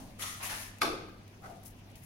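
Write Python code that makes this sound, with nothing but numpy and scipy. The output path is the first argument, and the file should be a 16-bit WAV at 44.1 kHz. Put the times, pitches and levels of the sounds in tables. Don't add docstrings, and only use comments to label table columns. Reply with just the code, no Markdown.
import sys
import numpy as np
from scipy import signal
from scipy.fft import rfft, irfft, next_fast_len
from scipy.io import wavfile

SR = 44100
rng = np.random.default_rng(int(sys.argv[2]) if len(sys.argv) > 2 else 0)


def unload_wav(signal):
    wavfile.write(
        sys.argv[1],
        SR,
        np.round(np.clip(np.atleast_2d(signal).T, -1, 1) * 32767).astype(np.int16),
    )


N = 90404
T = np.arange(N) / SR
SHEET_GRAINS_PER_S, SHEET_GRAIN_SIZE_DB = 5000, -0.5
# frequency in Hz, left-right correlation.
CORRELATION = [(60, 0.96), (140, 0.93), (300, 0.76), (650, 0.57), (1300, -0.26), (2400, -0.026),
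               (4000, -0.057)]


def chop(room):
    # peak time in seconds, level in dB, attack in seconds, release in seconds.
    bites = [(0.8165, -27.5, 0.00099, 0.0029), (0.819, -23, 0.0009, 0.003), (0.8235, -29, 0.0015, 0.0098)]
    shears = [(0.823, -37, 0.0091, 0.017), (0.856, -40, 0.011, 0.029)]
    landings = [(0.833, -26.5, 0.0015, 0.006), (0.8435, -33, 0.00081, 0.036),
                (0.935, -40.5, 0.0073, 0.0093), (1.09, -48, 0.0055, 0.0091)]
    bed_swells = [(0.85, -42, 0.008, 0.03), (0.895, -39.5, 0.016, 0.024), (0.938, -37, 0.009, 0.014),
                  (1.05, -49.5, 0.091, 0.042)]
    # frequency in Hz, relative density in dB.
    bite_colour = [(150, -14.5), (450, -9.5), (680, -10), (980, -9.5), (1130, 1.5), (1280, 6), (1390, -13),
                   (1520, 5), (1800, -18), (2080, 1.5), (2380, -1.5), (3100, -12.5), (3500, -8),
                   (3870, -20), (4230, -7), (5250, -11), (5900, -17.5), (11000, -21.5), (15500, -22)]
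    shear_colour = [(1800, -12), (2350, 10), (3000, -2.5), (3500, 7), (5200, -1.5), (6200, -4),
                    (8500, -6.5), (11500, -1.5), (15500, -19)]
    landing_colour = [(80, -13), (200, -8), (310, -5.5), (540, -0.5), (630, 0), (680, 0.5), (770, -2),
                      (850, -0.5), (980, -9), (1100, 1.5), (1290, 7), (1390, -8.5), (1560, -2), (1800, -17),
                      (6000, -27.5)]
    bed_colour = [(100, -8), (220, -14), (290, -2.5), (355, 4), (400, -3), (460, -1.5), (600, -10.5),
                  (1200, -55)]
    crack = in_room(clacks() + bursts(bites, close_noise(), bite_colour), room, wet_db=-6)
    fibres = grains(SHEET_GRAINS_PER_S, SHEET_GRAIN_SIZE_DB)
    crunch = in_room(bursts(shears, fibres, shear_colour), room, wet_db=-6.5)
    thud = in_room(bursts(landings, close_noise(), landing_colour), room, wet_db=-5)
    ring = in_room(frame(), room, wet_db=-10)
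    boom = bursts(bed_swells, noise(), bed_colour)
    return pan(left_db=0.5) * (crack + crunch + thud + ring) + boom


def clacks(right_lag_s=0.00008):
    # time in seconds, peak level in dB.
    impacts = [(0.8158, -26), (0.8188, -22), (0.8195, -18.5), (0.8327, -19.5), (0.8432, -26)]
    # frequency in Hz, relative level in dB.
    steel_colour = [(200, -15), (500, -11), (680, -13), (980, -4.5), (1130, 16.5), (1380, 1), (1520, 1),
                    (1800, -13), (2350, -16), (3100, -9), (4500, -6), (6500, -35), (11000, -5.5),
                    (15500, -23.5)]
    ring = tap_response(steel_colour)
    hits = sum(from_db(db) * delayed(ring, time_s) for time_s, db in impacts)
    return np.array([hits, delayed(hits, right_lag_s)])


def frame(strike_s=0.819, gain_db=-25):
    # frequency in Hz, level in dB relative to gain_db, T60 in seconds.
    modes = [(244.3, -20, 0.66), (312.5, -19.5, 0.71), (345.9, -17, 0.48), (371, -16, 0.37),
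             (453, -21.5, 0.9), (669, -9.5, 0.26), (735, -25, 0.68), (856, -8, 0.22), (1116, -10, 0.38),
             (1180, -18, 0.44), (1263, -13.5, 0.44), (1312, -12.5, 0.35), (1540, -24, 0.6),
             (1615, -19, 0.69), (2190, -28, 0.22), (2372, -20, 0.53)]
    age_s = np.maximum(T - strike_s, 0)
    ring = 0
    for hz, db, t60_s in modes:
        skew_rad = np.arccos(at_hz(CORRELATION, hz)) * rng.choice([-1, 1]) / 2
        phase = 2 * np.pi * (hz * age_s + rng.random()) + skew_rad * np.array([[1], [-1]])
        onset = 1 - np.exp(-age_s * hz / 2)
        ring = ring + np.sin(phase) * from_db(gain_db + db - 60 * age_s / t60_s) * onset
    return ring


def feed(room):
    # time in seconds, level in dB before gain_db.
    first_stroke = [(0.181, -73), (0.196, -43.5), (0.214, -42), (0.229, -38), (0.25, -42), (0.29, -43.5),
                    (0.34, -48.5), (0.40, -53.5)]
    second_stroke = [(0.40, -59), (0.42, -52), (0.433, -37.5), (0.458, -36), (0.485, -39), (0.53, -41),
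                     (0.62, -42), (0.68, -51), (0.76, -76)]
    # peak time in seconds, level in dB, attack in seconds, release in seconds.
    rasps = [(0.2235, -38, 0.0015, 0.0036), (0.2305, -40.5, 0.0013, 0.005), (0.266, -49, 0.004, 0.017),
             (0.462, -45, 0.008, 0.018)]
    scrapes = [(0.409, -54, 0.005, 0.012), (0.437, -40, 0.013, 0.025)]
    drumming = [(0.416, -44, 0.014, 0.022), (0.51, -39.5, 0.023, 0.061)]
    singing = [(0.52, -45.5, 0.012, 0.059), (0.67, -55.5, 0.049, 0.036)]
    # frequency in Hz, relative density in dB.
    first_colour = [(300, -15.5), (600, -2.5), (950, -2.5), (1330, 10), (1580, -2.5), (1950, 5.5),
                    (2500, -1), (3300, 0), (4700, -5.5), (6500, -1.5), (10000, -0.5), (15500, -4.5)]
    second_colour = [(300, -30), (600, 6), (850, 7.5), (1450, 3.5), (1720, 8), (1950, 7.5), (2500, 6.5),
                     (3400, 0), (6500, 1.5), (10000, 5), (15500, 3)]
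    rasp_colour = [(1500, -24), (2500, -11), (3050, 0.5), (3700, -3), (4300, -20), (8000, -19)]
    scrape_colour = [(500, -13), (850, 0), (1080, 9), (1500, -14), (1950, 1), (2300, 6.5), (2900, 2),
                     (3300, -24), (6000, -36)]
    drum_colour = [(150, -7), (400, -10.5), (950, 2.5), (1700, -0.5), (3000, -6), (8000, -19)]
    sing_colour = [(1200, -32), (1650, -17), (1765, -8), (1880, -18), (2500, -47)]
    slide = feed_stroke(first_stroke, first_colour, gain_db=2)
    slide += feed_stroke(second_stroke, second_colour, gain_db=-1)
    edge = bursts(rasps, close_noise(), rasp_colour) + bursts(scrapes, noise(), scrape_colour)
    rings = bursts(drumming, noise(), drum_colour) + bursts(singing, noise(), sing_colour)
    return in_room(slide + edge + rings, room, wet_db=-7.5)


def feed_stroke(envelope, colour, gain_db, fade_s=0.0065):
    times_s, db = np.transpose(envelope)
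    fade = np.clip(np.minimum(T - times_s[0], times_s[-1] - T) / fade_s + 1, 0, 1)
    slips = flicker(grains(SHEET_GRAINS_PER_S, SHEET_GRAIN_SIZE_DB), depth_db=2, rate_hz=45)
    return fade * from_db(np.interp(T, times_s, db) + gain_db) * unit_rms(tint(slips, colour))


def scuff(room):
    # peak time in seconds, level in dB, attack in seconds, release in seconds.
    shoves = [(1.450, -49.5, 0.019, 0.007), (1.462, -43.5, 0.0055, 0.0051), (1.4705, -48.5, 0.002, 0.0034)]
    bed_notes = [(1.458, -47.5, 0.033, 0.065), (1.502, -47.5, 0.0063, 0.032), (1.562, -51, 0.012, 0.019)]
    # frequency in Hz, relative density in dB.
    shove_colour = [(500, -19), (1000, -2), (1290, 10), (1470, 7), (1720, -7.5), (1950, -3), (2250, -5),
                    (3200, -17), (14000, -38)]
    note_colour = [(150, -12), (400, -14.5), (660, -7), (755, 2.5), (850, -12), (1000, -18), (2500, -34.5)]
    direct = bursts(shoves, noise(), shove_colour) + bursts(bed_notes, noise(), note_colour)
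    return pan(left_db=1) * in_room(direct, room, wet_db=-9)


def strips(room):
    # peak time in seconds, level in dB, attack in seconds, release in seconds.
    rustles = [(1.465, -68, 0.025, 0.05), (1.6325, -54, 0.0013, .002), (1.637, -48, 0.001, .002),
               (1.665, -45, 0.013, 0.015), (1.681, -50.5, 0.005, 0.009), (1.71, -59, 0.012, 0.015),
               (1.98, -59, 0.016, 0.049), (2.042, -55, 0.019, .03)]
    ticks = [(0.786, -51, 0.0018, .004), (1.28, -55.5, .0015, .003), (1.902, -60, 0.002, .003),
             (1.916, -58, .002, .003), (1.9565, -49, 0.0009, 0.0058)]
    # frequency in Hz, relative density in dB.
    rustle_colour = [(1000, -18), (2800, -8), (3400, -14), (4300, -8), (7000, -2), (11000, 3.5), (15500, 4)]
    tick_colour = [(800, -19), (1700, -9), (2450, 7), (3500, -6), (7000, -1), (11000, -2), (15500, 1)]
    fibres = grains(per_s=2200, size_db=1)
    paper = bursts(rustles, fibres, rustle_colour) + bursts(ticks, fibres, tick_colour)
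    return pan(left_db=2) * in_room(paper, room, wet_db=-16.5)


def hall_echo():
    # peak time in seconds, level in dB, attack in seconds, release in seconds.
    tail = [(0.0, -44, .01, 0.096)]
    # frequency in Hz, relative density in dB.
    tail_colour = [(40, 8.5), (130, 1.5), (270, 2.5), (450, -10), (780, -1.5), (1200, -13), (3000, -26),
                   (7000, -22.5), (15000, -23.5)]
    return bursts(tail, noise(), tail_colour)


def workshop(waver_db=1.6, waver_rad=0.68, air_db=-54):
    # frequency in Hz, rms level in dB.
    partials = [(99.8, -56), (198.5, -67), (241, -68)]
    # frequency in Hz, relative density in dB.
    air_colour = [(20, -9.5), (35, 4.5), (65, -5.5), (140, -2.5), (270, -11), (450, -15.5), (750, -16),
                  (1400, -23), (2400, -22.5), (4000, -30.5), (7000, -35.5), (11000, -37), (15500, -32)]
    hum = 0
    for hz, db in partials:
        amplitude = np.sqrt(2) * from_db(db + waver_db * drift(rate_hz=7.03))
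        phase = 2 * np.pi * (hz * T + rng.random()) + waver_rad * drift(rate_hz=8)
        hum = hum + amplitude * np.sin(phase)
    air = tint(flicker(noise(), depth_db=2.5, rate_hz=38), air_colour)
    return hum + from_db(air_db) * unit_rms(air)


def room_response(build_s=0.0049):
    # frequency in Hz, T60 in seconds.
    decay_times = [(100, 1), (350, 0.83), (1200, 0.55), (2500, 0.69), (5000, 0.6), (9000, 0.48),
                   (15000, 0.19)]
    tail = sum(band * from_db(-60 * T / at_hz(decay_times, hz)) for hz, band in bands(noise()))
    return unit_rms(tail * (1 - np.exp(-T / build_s))) / np.sqrt(N)


def in_room(x, room, wet_db):
    return x + from_db(wet_db) * signal.fftconvolve(x, room, axes=-1)[:, :N]


def bursts(events, source, colour):
    power = 0
    for peak_s, db, attack_s, release_s in events:
        age_s = T - peak_s
        falloff = np.where(age_s < 0, (age_s / attack_s) ** 2, age_s / release_s)
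        power = power + (from_db(db) * np.exp(-falloff)) ** 2
    return np.sqrt(power) * unit_rms(tint(source, colour))


def tap_response(colour):
    magnitude = from_db(at_hz(colour, np.fft.rfftfreq(N, 1 / SR)))
    cepstrum = irfft(np.log(magnitude), N)
    causal_fold = 1 + np.sign(np.fft.fftfreq(N))
    ring = irfft(np.exp(rfft(cepstrum * causal_fold)), N)
    return ring / np.abs(ring).max()


def grains(per_s, size_db):
    sizes = from_db(size_db * np.minimum(rng.exponential(1, (2, N)), 5))
    signs = rng.choice([-1, 1], (2, N))
    slipping = rng.random((2, N)) < per_s / SR
    return unit_rms(spread(sizes * signs * slipping))


def close_noise(shared=0.45):
    return np.sqrt(shared) * rng.standard_normal(N) + np.sqrt(1 - shared) * noise()


def noise():
    return spread(rng.standard_normal((2, N)))


def spread(pair):
    mid, side = rfft(pair)
    alike = at_hz(CORRELATION, np.fft.rfftfreq(N, 1 / SR))
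    return irfft(np.sqrt((1 + alike) / 2) * mid + np.sqrt((1 - alike) / 2) * side * [[1], [-1]], N)


def flicker(x, depth_db, rate_hz):
    return sum(band * from_db(depth_db * drift(rate_hz)) for _, band in bands(x))


def bands(x, count=18):
    centres_hz = np.geomspace(50, 16000, count)
    size = next_fast_len(N)
    spectrum, hz = rfft(x, size), np.fft.rfftfreq(size, 1 / SR)
    weights = [at_hz(np.c_[centres_hz, one_hot], hz) for one_hot in np.eye(count)]
    return zip(centres_hz, [irfft(spectrum * weight, size)[..., :N] for weight in weights])


def drift(rate_hz):
    knots = rng.standard_normal(1024)
    return np.interp(T * rate_hz, np.arange(len(knots)), knots)


def tint(x, colour):
    size = x.shape[-1]
    gain = from_db(at_hz(colour, np.fft.rfftfreq(2 * size, 1 / SR)))
    return irfft(rfft(x, 2 * size) * gain)[..., :size]


def at_hz(points, hz):
    knots_hz, values = np.transpose(points)
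    return np.interp(np.log(np.maximum(hz, 1)), np.log(knots_hz), values)


def delayed(x, delay_s):
    return np.interp(T - delay_s, T, x, left=0)


def pan(left_db):
    return from_db(np.array([[left_db], [-left_db]]) / 2)


def unit_rms(x):
    return x / np.sqrt(np.mean(x ** 2) + 1e-20)


def from_db(db):
    return 10 ** (np.asarray(db) / 20)


def scene():
    room = room_response()
    machine = feed(room) + chop(room)
    hand = scuff(room) + strips(room)
    hall = hall_echo() + workshop()
    return machine + hand + hall


def record(dry):
    # frequency in Hz, gain in dB.
    left_port = [(100, -1.46), (300, 1.5), (650, 2), (1100, -0.5), (2200, 1), (4000, 1.65), (6500, 2.5),
                 (7600, -1.5), (8500, 3.5), (9700, 3), (10800, 7), (12000, 1), (14000, -1.5), (15500, -3)]
    right_port = [(100, -0.84), (300, 2), (650, -5.5), (1100, -0.5), (2200, -2), (4000, 2.7), (6500, 4),
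                  (7400, -1), (8100, -13), (10800, -11.5), (15500, -11)]
    cutoff_hz = 15900
    ports = np.array([tint(dry[0], left_port), tint(dry[1], right_port)])
    return signal.sosfilt(signal.ellip(12, .1, 80, cutoff_hz, fs=SR, output="sos"), ports)


dry = scene()
out = record(dry)
unload_wav(out)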